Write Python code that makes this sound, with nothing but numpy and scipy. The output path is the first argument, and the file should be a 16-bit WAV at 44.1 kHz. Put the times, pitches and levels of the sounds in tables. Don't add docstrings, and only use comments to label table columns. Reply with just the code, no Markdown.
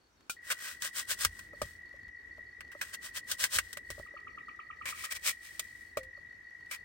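import sys
import numpy as np
from scipy import signal
from scipy.fft import rfft, irfft, next_fast_len
from scipy.io import wavfile
from scipy.ndimage import uniform_filter1d, map_coordinates

SR = 44100
rng = np.random.default_rng(int(sys.argv[2]) if len(sys.argv) > 2 else 0)


def wav_record(signal):
    frames = np.transpose(np.atleast_2d(signal))
    bounded = np.clip(frames, -1, 1)
    quanta = np.round(bounded * 32767).astype(np.int16)
    wavfile.write(sys.argv[1], SR, quanta)


N = 301931
TIME_S = np.arange(N) / SR

# (frequency [Hz], relative density [dB])
AIR_SPECTRUM = [(300, -8), (900, -3), (1500, -3), (2600, -10), (6000, -13), (11000, -24), (16000, -27)]
# (entry [s], exit [s], hand jolt [dB])
CUTS = [(0.3, 1.253, -38), (2.61, 3.556, -42.5), (4.833, 5.299, -59), (6.698, 7.303, -60)]
# (time [s], wet slap [dB], knock [dB], jolt [dB], delay until it settles [s])
LANDINGS = [(1.617, -33.5, -29.5, -39.5, .037), (3.9028, -36.5, -43.5, -45, 0.088),
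            (5.9714, -36.5, -27, -50.5, .06)]


def from_db(db):
    return 10 ** (np.asarray(db) / 20)


def unit_rms(x):
    return x / np.sqrt(np.mean(x ** 2) + 1e-20)


def per_bin(points):
    hz, value = np.transpose(points)
    return np.interp(np.log(np.arange(N + 1) * SR / (2 * N) + 1), np.log(hz), value)


def shape(x, gain):
    size = next_fast_len(N + 4096, True)
    gain = np.interp(np.linspace(0, N, size // 2 + 1), np.arange(N + 1), gain)
    return irfft(rfft(x, size) * gain, size)[..., :N]


def colour(x, spectrum):
    return shape(x, unit_rms(from_db(per_bin(spectrum))))


def flutter(rate_hz):
    knots = rng.standard_normal(N // 8)
    return unit_rms(np.interp(TIME_S * rate_hz, np.arange(len(knots)), knots))


def stereo_noise(correlation):
    mid, side = rng.standard_normal((2, N))
    return np.sqrt((1 + correlation) / 2) * mid + np.sqrt((1 - correlation) / 2) * side * [[1], [-1]]


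def lag_right(pair, lag_ms):
    return np.array([pair[0], map_coordinates(pair[1], [np.arange(N) - lag_ms * SR / 1000], order=3)])


def clicks(times_s, levels_db):
    at, out = np.round(np.asarray(times_s) * SR).astype(int), np.zeros(N)
    inside = (at >= 0) & (at < N)
    out[at[inside]] = from_db(levels_db)[inside]
    return out


def crackle(rate_hz, spread_db):
    fired = rng.random((2, N)) < rate_hz / SR
    signs = rng.choice([-1, 1], (2, N))
    return unit_rms(fired * signs * from_db(spread_db * rng.standard_normal((2, N))))


def ring(hits, hz, t60_s):
    radius, angle = from_db(-60 / (t60_s * SR)), 2 * np.pi * hz / SR
    return signal.lfilter([0, np.sin(angle)], [1, -2 * radius * np.cos(angle), radius ** 2], hits + 1e-18)


def resonate(x, hz, width_hz):
    return signal.lfilter(*signal.iirpeak(hz, hz / width_hz, fs=SR), x)


def sing(hits, from_hz, to_hz, length_s):
    progress = np.arange(int(length_s * SR)) / (length_s * SR)
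    phase = 2 * np.pi * np.cumsum(from_hz + (to_hz - from_hz) * progress) / SR
    return signal.oaconvolve(hits, np.sin(np.pi * progress) * np.sin(phase))[:N]


def reflect(x, t60_s, wet_db):
    t = np.arange(SR // 3) / SR
    cloud = rng.standard_normal((2, len(t))) * from_db(-60 * t / t60_s) * (t > .001)
    cloud *= from_db(wet_db) / np.sqrt(np.sum(cloud ** 2, axis=1, keepdims=True))
    cloud = signal.sosfilt(signal.butter(2, 6100, fs=SR, output="sos"), cloud)
    return x + signal.oaconvolve(np.atleast_2d(x) * np.ones((2, 1)), cloud, axes=1)[:, :N]


def background():
    # (time [s], relative level [dB])
    rumble_levels = [(0.0, -78), (1.22, -62), (2.19, -68.5), (3.37, -67), (6.85, -67)]
    # (frequency [Hz], relative density [dB])
    rumble_spectrum = [(20, -47), (48, 1), (80, 1), (150, -11), (330, -12), (600, -22.5), (900, -38.5),
                       (2000, -55)]
    rumble_db = np.interp(TIME_S, *np.transpose(rumble_levels)) + 1 + 2.2 * flutter(rate_hz=13)
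    rumble = from_db(rumble_db) * colour(stereo_noise(correlation=.9), rumble_spectrum)
    air_db = -70 + .85 * flutter(rate_hz=7.1)
    return rumble + from_db(air_db) * colour(stereo_noise(correlation=.079), AIR_SPECTRUM)


def crickets():
    # (pitch [Hz], first chirp [s], period [s], level [dB])
    callers = [(4420, .014, .153, -70.5), (5750, .1, .2, -78), (3750, .14, .17, -79)]
    out = np.zeros(N)
    for hz, first_s, period_s, db in callers:
        chirps_s = np.arange(first_s, N / SR, period_s)
        chirps_s += rng.normal(0, .004, len(chirps_s))
        syllables_s = (chirps_s[:, None] + .026 * np.arange(3)).ravel()
        syllables = clicks(syllables_s, db + rng.normal(0, 2, len(syllables_s)))
        out += sing(syllables, hz * 1.05, hz * .95, length_s=.02)
    return reflect(out, t60_s=.15, wet_db=0)


def frog():
    start_s, note = 4.061, np.arange(10)
    gaps_s = .1032 + .00132 * note
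    times_s = start_s + np.cumsum(gaps_s) - gaps_s
    db = -39 + .56 * note - 7.5 * (note == 0)
    low = sing(clicks(times_s, db), from_hz=1305, to_hz=1190, length_s=.012)
    high = sing(clicks(times_s + .008, db - 11), from_hz=3300, to_hz=2050, length_s=.006)
    tail = sing(clicks(times_s + .010, db - 13), from_hz=2380, to_hz=2230, length_s=.009)
    return lag_right(reflect(low + high + tail, t60_s=.2, wet_db=-4.5), lag_ms=.12)


def mole_cricket():
    start_s, stroke_rate_hz = .365, 50
    times_s = np.arange(start_s, N / SR, 1 / stroke_rate_hz)
    jitter_s, level_db = rng.normal(0, [.0016, 2], (len(times_s), 2)).T
    strokes = sing(clicks(times_s + jitter_s, level_db), from_hz=1955, to_hz=1875, length_s=.013)
    trill = reflect(strokes, t60_s=.14, wet_db=5)
    rasp = resonate(stereo_noise(correlation=.23), hz=1941, width_hz=113) * (TIME_S > start_s)
    rasp = resonate(rasp, hz=1765, width_hz=335)
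    return from_db(-52) * unit_rms(trill) + from_db(-59.5) * unit_rms(rasp)


def handling():
    # (time [s], level [dB])
    cloth_levels = [(0, -76), (.9, -78), (2.0, -78), (2.6, -72), (3.5, -76), (4.3, -66.5), (5.3, -83),
                    (6.85, -81.5)]
    # (frequency [Hz], relative density [dB])
    cloth_spectrum = [(120, -8), (240, 6.5), (430, 7), (600, -6), (1200, -38)]
    ticks = colour(crackle(rate_hz=8.1, spread_db=1.5)[0], AIR_SPECTRUM)
    cloth_db = np.interp(TIME_S, *np.transpose(cloth_levels)) + 3.2 * flutter(rate_hz=75)
    cloth = from_db(cloth_db) * colour(stereo_noise(correlation=.4), cloth_spectrum)
    return cloth + from_db(-79) * unit_rms(reflect(ticks, t60_s=.045, wet_db=-.5))


def jolts():
    moves = [(exit_s, db) for _, exit_s, db in CUTS]
    for s, _, _, db, settle_s in LANDINGS:
        moves += [(s + .0076, db), (s + settle_s, db - 2)]
    hits = clicks(*np.transpose(moves))
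    return (from_db(-8) * ring(hits, hz=52.3, t60_s=.45)
            - from_db(-3.5) * ring(hits, hz=82.9, t60_s=.3)
            + from_db(2) * ring(hits, hz=123, t60_s=.032))


def bowl():
    # (time [s], level [dB])
    nudges = [(1.533, -44.5), (1.940, -55), (2.382, -49), (2.750, -44.5), (3.771, -48), (3.980, -47),
              (3.998, -43.5), (4.139, -51), (6.175, -52.5)]
    # (frequency [Hz], gain [dB], t60 [s])
    modes = [(573, 2, 0.039), (655, -10.5, 0.044), (1106, -24.5, 0.066), (1257, -4, 0.033),
             (2510, -17.5, 0.037), (2840, -32, .03)]
    # (frequency [Hz], relative density [dB])
    thud_spectrum = [(100, 0.5), (350, 0.5), (550, 18.5), (800, -12), (1200, 4.5), (2500, -22.5)]
    times_s, db = np.transpose([(s, knock_db) for s, _, knock_db, _, _ in LANDINGS] + nudges)
    hits = clicks(times_s, db)
    knock = sum((-1) ** k * ring(clicks(times_s, db + mode_db + rng.normal(0, 2.4, len(db))), hz, t60_s)
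                for k, (hz, mode_db, t60_s) in enumerate(modes))
    metal = from_db(-13) * ring(hits * (hits == hits.max()), hz=522, t60_s=.26)
    squash = signal.lfilter([1], [1, -np.exp(-1 / (.0079 * SR))], hits + 1e-18)
    thud = from_db(-4) * squash * colour(rng.standard_normal(N), thud_spectrum)
    return lag_right(reflect(knock + metal + thud, t60_s=.06, wet_db=-11), lag_ms=.16)


def first_bite_blip():
    # (frequency [Hz], level [dB], t60 [s])
    tones = [(1390, -37, .08), (1490, -36, .045), (2430, -33, .05)]
    bite_s = .297
    blip = sum(ring(clicks([bite_s], [db]), hz, t60_s) for hz, db, t60_s in tones)
    return reflect(blip, t60_s=.023, wet_db=-1)


def by_depth(s, at_entry, at_exit):
    entry_s, exit_s, _ = CUTS[np.searchsorted([cut[0] for cut in CUTS[1:]], s)]
    return np.interp(s, [entry_s, exit_s], [at_entry, at_exit])


def swell(s, db, half_s, flesh_db):
    envelope = np.exp(-np.minimum(((TIME_S - s) / half_s) ** 2, 60))
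    return from_db([[db], [db + flesh_db]]) ** 2 * envelope


def burst(s, db, t60_s, flesh_db):
    envelope = (TIME_S >= s) * np.exp(-np.log(1e6) * np.clip((TIME_S - s) / t60_s, 0, 3))
    return from_db([[db], [db + flesh_db]]) ** 2 * envelope


def cutting_force():
    # (peak [s], fizz [dB], half-length [s])
    pushes = [(0.504, -46.5, 0.032), (0.519, -30.5, 0.0086), (0.666, -42, 0.048), (0.853, -35.5, 0.021),
              (0.987, -34, 0.022), (1.115, -30.5, 0.017), (1.229, -32, 0.023), (2.87, -55, 0.054),
              (2.944, -38, 0.0075), (3.057, -43, .021), (3.172, -37.5, .015), (3.314, -38, .019),
              (3.406, -34, 0.011), (3.438, -31.5, 0.018), (3.555, -29.5, .023), (4.896, -39.5, .019),
              (5.012, -46.5, 0.047), (5.05, -37, 0.0077), (5.122, -34.5, 0.0091), (5.16, -38.5, 0.01),
              (5.28, -27.5, 0.021), (6.737, -43.5, 0.016)]
    # (peak [s], fizz [dB], half-length [s])
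    slides = [(1.38, -58.5, 0.06), (1.666, -58, 0.062), (3.679, -58.5, .065), (3.96, -60, 0.067),
              (5.461, -50.5, 0.024), (5.56, -58, 0.12), (5.81, -65, 0.081)]
    # (time [s], fizz [dB], flesh re fizz [dB])
    cracks = [(0.297, -32.5, -20), (0.502, -32.5, 3.5), (0.821, -30.5, -6.5), (1.2492, -17.5, -3),
              (1.392, -41.5, -2), (2.607, -46, 9.5), (2.717, -52, 4.5), (2.8132, -32.5, 1.5),
              (3.315, -23, -10.5), (3.44, -21, -0.5), (3.586, -21, 0.5), (3.73, -35, -8), (3.771, -37.5, 3),
              (4.856, -37, 4), (5.595, -26, -7.5), (6.712, -37, -0.5)]
    push = sum(swell(s, db, half_s, flesh_db=by_depth(s, -1, -7.5)) for s, db, half_s in pushes)
    push += sum(swell(s, db, half_s, flesh_db=-7) for s, db, half_s in slides)
    crack = sum(burst(s, db, by_depth(s, .11, .041), flesh_db) for s, db, flesh_db in cracks)
    for s, slap_db, _, _, settle_s in LANDINGS:
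        crack += burst(s, slap_db, t60_s=.073, flesh_db=-2.5)
        crack += burst(s + settle_s, slap_db - 18, t60_s=.073, flesh_db=-2.5)
    crack = np.abs(uniform_filter1d(crack, size=56))
    drag = np.abs(uniform_filter1d(push, size=7000)) * from_db(-27 + 3 * flutter(rate_hz=200)) ** 2
    stick_slip = from_db(1.5 * flutter(rate_hz=490)) ** 2
    return np.sqrt(push * stick_slip + drag + crack)


def crunch(force, spectrum, lag_ms):
    # (frequency [Hz], correlation [0-1])
    likeness = [(2500, .8), (4500, .2), (7200, .15), (8200, .85), (10000, .95)]
    # (frequency [Hz], left minus right [dB])
    balance = [(1000, 0), (1700, -0.5), (2800, 0), (5600, 4.5), (8400, 5), (12000, -1)]
    mid, side = colour(crackle(rate_hz=14000, spread_db=3.5) * force, spectrum)
    correlation, lean_db = per_bin(likeness), per_bin(balance) / 2
    mid = shape(mid, np.sqrt((1 + correlation) / 2))
    side = shape(side, np.sqrt((1 - correlation) / 2))
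    return lag_right([shape(mid + side, from_db(lean_db)), shape(mid - side, from_db(-lean_db))], lag_ms)


def knife():
    # (frequency [Hz], relative density [dB])
    fizz_spectrum = [(2200, -20), (2900, -1), (4100, -3), (5400, -1.5), (7300, -4.5), (8600, 0),
                     (10500, -3.5), (12100, -10.5), (13500, -6.5), (16000, -7)]
    # (frequency [Hz], relative density [dB])
    flesh_spectrum = [(100, -23), (430, -21.5), (600, -8.5), (800, -23), (1050, -2.5), (1350, -4.5),
                      (1600, 0), (2000, 1), (2300, -2), (2800, -1.5), (3600, -21.5), (6500, -65)]
    # (start [s], resonance [Hz], gain [dB])
    pieces = [(0, 1555, 4), (2.3, 1607, 2), (4.5, 2300, 9.5)]
    fizz_force, flesh_force = cutting_force()
    tearing = crunch(flesh_force, flesh_spectrum, lag_ms=.12)
    fizz = crunch(fizz_force, fizz_spectrum, lag_ms=-.251)
    held = np.searchsorted([s for s, _, _ in pieces[1:]], TIME_S)
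    body = sum(from_db(db) * resonate(tearing * (held == k), hz, width_hz=134)
               for k, (_, hz, db) in enumerate(pieces))
    return from_db(-.5) * reflect(fizz + from_db(-2) * (tearing + body), t60_s=.062, wet_db=-11.5)


def scene():
    slicing = knife() + first_bite_blip() + bowl() + jolts() + handling()
    return slicing + mole_cricket() + frog() + crickets() + background()


def record(dry):
    return signal.sosfilt(signal.ellip(10, .2, 70, 15900, fs=SR, output="sos"), dry)


dry = scene()
out = record(dry)
wav_record(out)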